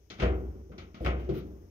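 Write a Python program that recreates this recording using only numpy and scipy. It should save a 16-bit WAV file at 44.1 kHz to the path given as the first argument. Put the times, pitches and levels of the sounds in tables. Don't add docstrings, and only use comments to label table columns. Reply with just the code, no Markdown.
import sys
import numpy as np
from scipy import signal
from scipy.fft import rfft, irfft, next_fast_len
from scipy.io import wavfile

SR = 44100
rng = np.random.default_rng(int(sys.argv[2]) if len(sys.argv) > 2 else 0)


def unload_audio(sound):
    columns = np.transpose(np.atleast_2d(sound))
    steps = np.round(np.clip(columns, -1, 1) * 32767)
    wavfile.write(sys.argv[1], SR, steps.astype(np.int16))


N = 74970
TIME_S = np.arange(N) / SR

# t/s, panel/dB, body/dB, clack/dB, tilt/(dB/oct), crack re echoes/dB
KNOCKS = [(.198, -46.5, -37, -38, 1.5, 2), (0.2204, -28, -29, -34.5, -1, 2),
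          (.231, -35, -32, -38.5, -7.5, -17), (1.048, -43.5, -35.5, -40, 1, 2.5),
          (1.0629, -35, -30.5, -35.5, -2.2, 10)]
# t/s, level/dB
SHOVES = [(.001, -58), (.155, -52), (0.2231, -23), (0.693, -55), (0.824, -47.5), (1.006, -33), (1.053, -29),
          (1.29, -36.5)]
# t/s, tyre/dB, panel/dB, body/dB, cutoff/Hz
THUMPS = [(.189, -54, -59, -37, 900), (.695, -59, -51, -45, 555), (1.006, -44.5, -45.5, -35.5, 650),
          (1.2909, -26.5, -34.5, -30.5, 452), (1.329, -38.5, -36.5, -34, 410)]
# t/s, hub/dB, body/dB, click/dB, tilt/(dB/oct), crack re echoes/dB
TICKS = [(0.1014, -50, -48.5, -45, 7.5, 4), (.716, -51, -54.5, -58, -5, -15),
         (.780, -50, -48.5, -48.5, 4.5, -3), (0.9431, -51.5, -49.5, -52, 2.5, -20),
         (1.2905, -36, -39, -51, 1.5, -14)]
# t/s, length/s, rumble/dB, rattle/dB, high hiss/dB
SPINS = [(0.291, 0.2, -40.5, -73, -73.5), (0.482, 0.13, -49, -80.5, -86), (1.142, 0.052, -39, -56, -74),
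         (1.404, 0.25, -46.5, -79, -75)]
# start/s, end/s, scrape/dB, hiss/dB, swell/dB, hiss tilt/(dB/oct)
RUBS = [(0.175, 0.235, -47.5, -79, 6.5, 0), (0.987, 1.005, -58.5, -84, 7, 10),
        (1.009, 1.073, -60, -60.5, 6, -14), (1.326, 1.388, -53.5, -56.5, 12.5, 11)]

# f/Hz, level/dB, t60/s
BOOM_MODES = [(62.17, 4.5, .95), (73.4, -1.5, 0.19), (84.6, -4, 1), (102, -23, 0.98)]
PANEL_MODES = [(141.2, -0.5, 0.59), (185, -11, 1), (223, -12.5, 0.44), (309.7, -8.5, 0.86), (323, -15, 1.3),
               (364, -13.5, 0.34), (378, -6, 0.92), (386.6, -7.5, 0.96), (435, -2, 0.33),
               (482.3, -2.5, 0.53), (573.8, -8.5, 0.25), (642, -2.5, 0.37), (716, -3, 0.46),
               (765, -11, 0.56)]
BRACKET_MODES = [(1074, 0.5, .5), (1263, -8, 0.33), (1270, 6, 0.29), (1433, -3.5, 0.51), (1574, 0.5, 0.21),
                 (1950, 1.5, 0.36), (2100, 2, 0.32), (2297, -1, 0.26), (3132, -6, 0.3), (3346, -4.5, 0.15)]
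TYRE_MODES = [(145.8, -2, .35), (181.3, -4.5, 0.32), (309, -5.5, 0.28), (351, 2, 0.23), (385.4, -0.5, 0.27),
              (450, -8.5, .15)]
HUB_MODES = [(185.6, -2, 0.67), (215, 0, 0.4), (247, -10.5, 0.25)]

# f/Hz, relative density/dB
BODY_SPECTRUM = [(30, -23), (70, 4), (150, -2.5), (255, -5), (350, 2), (480, -5.5), (720, -7.5),
                 (950, -14.5), (2000, -39), (5000, -52.5)]
CLACK_SPECTRUM = [(200, -51), (650, -20), (1000, -9), (1280, 1.5), (1650, -3.5), (2150, 0), (2900, -2),
                  (3900, -13.5), (6500, -22.5), (7400, -37.5), (15000, -54)]
CLICK_SPECTRUM = [(200, -29), (1000, -5.5), (1330, 5.5), (1650, -5.5), (2250, -2), (3200, -5), (4500, -12),
                  (6600, -21.5), (7500, -43.5), (15000, -48)]
RUMBLE_SPECTRUM = [(30, -13), (62, 15.5), (88, 10.5), (115, -7.5), (145, -6.5), (190, -3.5), (250, 1),
                   (310, -2), (380, 4), (520, -11), (800, -16.5), (1500, -25.5), (4000, -50.5)]
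HIGH_HISS_SPECTRUM = [(3000, -51), (7800, -27), (9500, -14.5), (11800, -16.5), (14000, -1.5),
                      (15700, -12.5)]
HUM_SPECTRUM = [(20, 3), (45, -12), (62, -3.5), (100, -6), (200, -17), (430, -11.5), (650, -25),
                (1100, -34.5), (3000, -35), (4500, -45.5)]
HISS_SPECTRUM = [(1000, 1), (4300, -8), (5500, 6), (6650, 4), (7300, -25.5), (12000, -8), (14000, 2),
                 (15700, -17)]

# f/Hz, t60/s
CABINET_T60_S = [(100, 0.84), (400, 0.81), (800, 0.47), (1400, 0.39), (2500, 0.32), (5000, 0.19),
                 (12000, 0.32)]
MIC_COHERENCE = [(60, 0.92), (250, 0.92), (500, 1), (1200, 0.38), (2500, 0.15), (8000, .25)]  # f/Hz, coherence/1
MIC_BALANCE_DB = [(60, 0), (130, 1), (260, 1.5), (500, 5), (1000, 1.5), (2300, 1), (3500, 5.5), (5200, 10),
                  (9000, 4.5), (14000, 3.5)]
MIC_LEAD_RAD = [(0, 2), (430, -0.87), (950, -2), (1980, -2), (3100, 5), (4480, 3), (9300, -14),
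                (10900, -20.1), (15200, -36)]

SIDES = np.array([[.5], [-.5]])
CONTACT_BUILD_S, BODY_BUILD_S = 0.0019, 0.0014


def axle_knocks():
    out = np.zeros((2, N))
    for start_s, panel_db, body_db, clack_db, tilt_db_oct, crack_db in KNOCKS:
        panel = amp(panel_db) * ring(PANEL_MODES)
        body = amp(body_db) * echoes(noise(BODY_SPECTRUM))
        clack = amp(clack_db) * contact(CLACK_SPECTRUM, tilt_db_oct, crack_db)
        add(out, start_s, panel + body + clack)
    return out


def panel_booms():
    out = np.zeros((2, N))
    for start_s, level_db in SHOVES:
        add(out, start_s, amp(level_db) * ring(BOOM_MODES, attack_s=0.0027, spread_db=3.5))
    return out


def finger_thumps(damping_db_per_s=47):
    out = np.zeros((2, N))
    damping = amp(-damping_db_per_s * TIME_S)
    for start_s, tyre_db, panel_db, body_db, cutoff_hz in THUMPS:
        lowpass = lambda hz: 1 / np.sqrt(1 + (hz / cutoff_hz) ** 10)
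        tyre = amp(tyre_db) * ring(TYRE_MODES, attack_s=0.0033)
        panel = amp(panel_db) * ring(PANEL_MODES, shape=lowpass)
        body = amp(body_db) * echoes(noise(BODY_SPECTRUM, lowpass))
        add(out, start_s, tyre + panel + body * damping)
    return out


def hub_ticks():
    out = np.zeros((2, N))
    for start_s, hub_db, body_db, click_db, tilt_db_oct, crack_db in TICKS:
        hub = amp(hub_db) * ring(HUB_MODES)
        body = amp(body_db) * echoes(noise(BODY_SPECTRUM))
        click = amp(click_db) * contact(CLICK_SPECTRUM, tilt_db_oct, crack_db)
        add(out, start_s, hub + body + click)
    return out


def wheel_spin(turn_hz=18.8, wobble_depth=0.19, fade_db_per_s=23):
    out = np.zeros((2, N))
    for start_s, length_s, rumble_db, rattle_db, hiss_db in SPINS:
        age_s = TIME_S - start_s
        envelope = gate(start_s, start_s + length_s, attack_s=0.075, release_s=0.11)
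        envelope *= amp(-fade_db_per_s * age_s)
        envelope *= 1 + wobble_depth * np.sin(2 * np.pi * turn_hz * age_s)
        rumble = amp(rumble_db) * noise(RUMBLE_SPECTRUM)
        rattle = amp(rattle_db) * noise(CLACK_SPECTRUM)
        high_hiss = amp(hiss_db) * noise(HIGH_HISS_SPECTRUM)
        out += envelope * (rumble + rattle + high_hiss)
    return out


def finger_rubs():
    out = np.zeros((2, N))
    for start_s, end_s, scrape_db, hiss_db, swell_db, tilt_db_oct in RUBS:
        swell = amp(swell_db * np.clip((TIME_S - end_s) / (end_s - start_s), -1, 0))
        tilt = lambda hz: amp(tilt_db_oct * np.log2(np.maximum(hz, 9000)))
        hiss = amp(hiss_db) * swell * noise(HIGH_HISS_SPECTRUM, tilt)
        scrape = amp(scrape_db) * noise(CLICK_SPECTRUM)
        out += hiss * gate(start_s, end_s, attack_s=0.004, release_s=0.012)
        out += scrape * gate(start_s, end_s, attack_s=0.028, release_s=0.037)
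    return out


def contact(spectrum, tilt_db_oct, crack_db, crack_decay_s=0.0013, crack_top_hz=7500, bracket_db=-5):
    tilt = lambda hz: amp(tilt_db_oct * np.log2(np.clip(hz, 600, 6000)))
    crack = amp(crack_db) * np.exp(-TIME_S / crack_decay_s) * noise(spectrum, tilt)
    crack = signal.sosfilt(signal.butter(4, crack_top_hz, fs=SR, output='sos'), crack)
    bracket = ring(BRACKET_MODES, CONTACT_BUILD_S, shape=lambda hz: tilt(hz) / np.mean(tilt(hz)))
    return crack + amp(bracket_db) * bracket + echoes(noise(spectrum, tilt), CONTACT_BUILD_S)


def ring(modes, attack_s=BODY_BUILD_S, spread_db=1, shape=lambda hz: 1):
    hz, level_db, t60_s = np.transpose(modes)
    gains = amp(level_db + spread_db * rng.standard_normal(len(hz)))
    gains = np.sqrt(2) * gains / np.linalg.norm(gains) * shape(hz)
    waves = np.exp((2j * np.pi * hz - np.log(1000) / t60_s)[:, None] * TIME_S)
    return ((mic_response(hz) * gains) @ waves).imag * (1 - np.exp(-TIME_S / attack_s))


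def echoes(x, build_s=BODY_BUILD_S):
    hz, frame_s, spectra = signal.stft(x, SR, nperseg=256)
    decay = amp(-60 * frame_s / curve_at(CABINET_T60_S, hz)[:, None])
    tail = signal.istft(spectra * decay, SR, nperseg=256)[1][:, :N]
    return tail * (1 - np.exp(-TIME_S / build_s))


def background(hum_db=-62, hiss_db=-77.5, hiss_left_db=4.5):
    hum = amp(hum_db) * noise(HUM_SPECTRUM)
    hiss = amp(hiss_db + hiss_left_db * SIDES) * noise(HISS_SPECTRUM)
    return hum + hiss


def noise(spectrum, shape=lambda hz: 1):
    def mid_side_gains(hz):
        width_rad = np.arccos(np.clip(curve_at(MIC_COHERENCE, hz), 0, 1)) / 2
        return amp(curve_at(spectrum, hz)) * shape(hz) * [np.cos(width_rad), np.sin(width_rad)]

    mid, side = filtered(rng.standard_normal((2, N)), mid_side_gains)
    stereo = filtered(np.array([mid + side, mid - side]), mic_response)
    return stereo / np.sqrt(np.mean(stereo ** 2) + 1e-20)


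def mic_response(hz):
    return amp(SIDES * curve_at(MIC_BALANCE_DB, hz)) * np.exp(1j * SIDES * curve_at(MIC_LEAD_RAD, hz))


def gate(start_s, end_s, attack_s, release_s):
    rise = np.clip((TIME_S - start_s) / attack_s, 0, 1)
    return rise * np.exp(-np.maximum(TIME_S - end_s, 0) / release_s)


def amp(db):
    return 10 ** (np.asarray(db) / 20)


def curve_at(points, hz):
    points_hz, values = np.transpose(points)
    return np.interp(np.log(hz + 1), np.log(points_hz + 1), values)


def filtered(x, response):
    size = next_fast_len(N + 8192)
    hz = np.fft.rfftfreq(size, 1 / SR)
    return irfft(rfft(x, size) * response(hz), size)[..., :N]


def add(out, start_s, x):
    offset = max(0, round(start_s * SR))
    out[:, offset:] += x[..., :N - offset]


def scene():
    blows = panel_booms() + axle_knocks() + finger_thumps() + hub_ticks()
    return blows + wheel_spin() + finger_rubs() + background()


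def record(dry):
    low_hz, top_hz = 39, 15700
    low_cut = signal.butter(3, low_hz, 'highpass', fs=SR, output='sos')
    return filtered(signal.sosfilt(low_cut, dry), lambda hz: hz < top_hz)


dry = scene()
out = record(dry)
unload_audio(out)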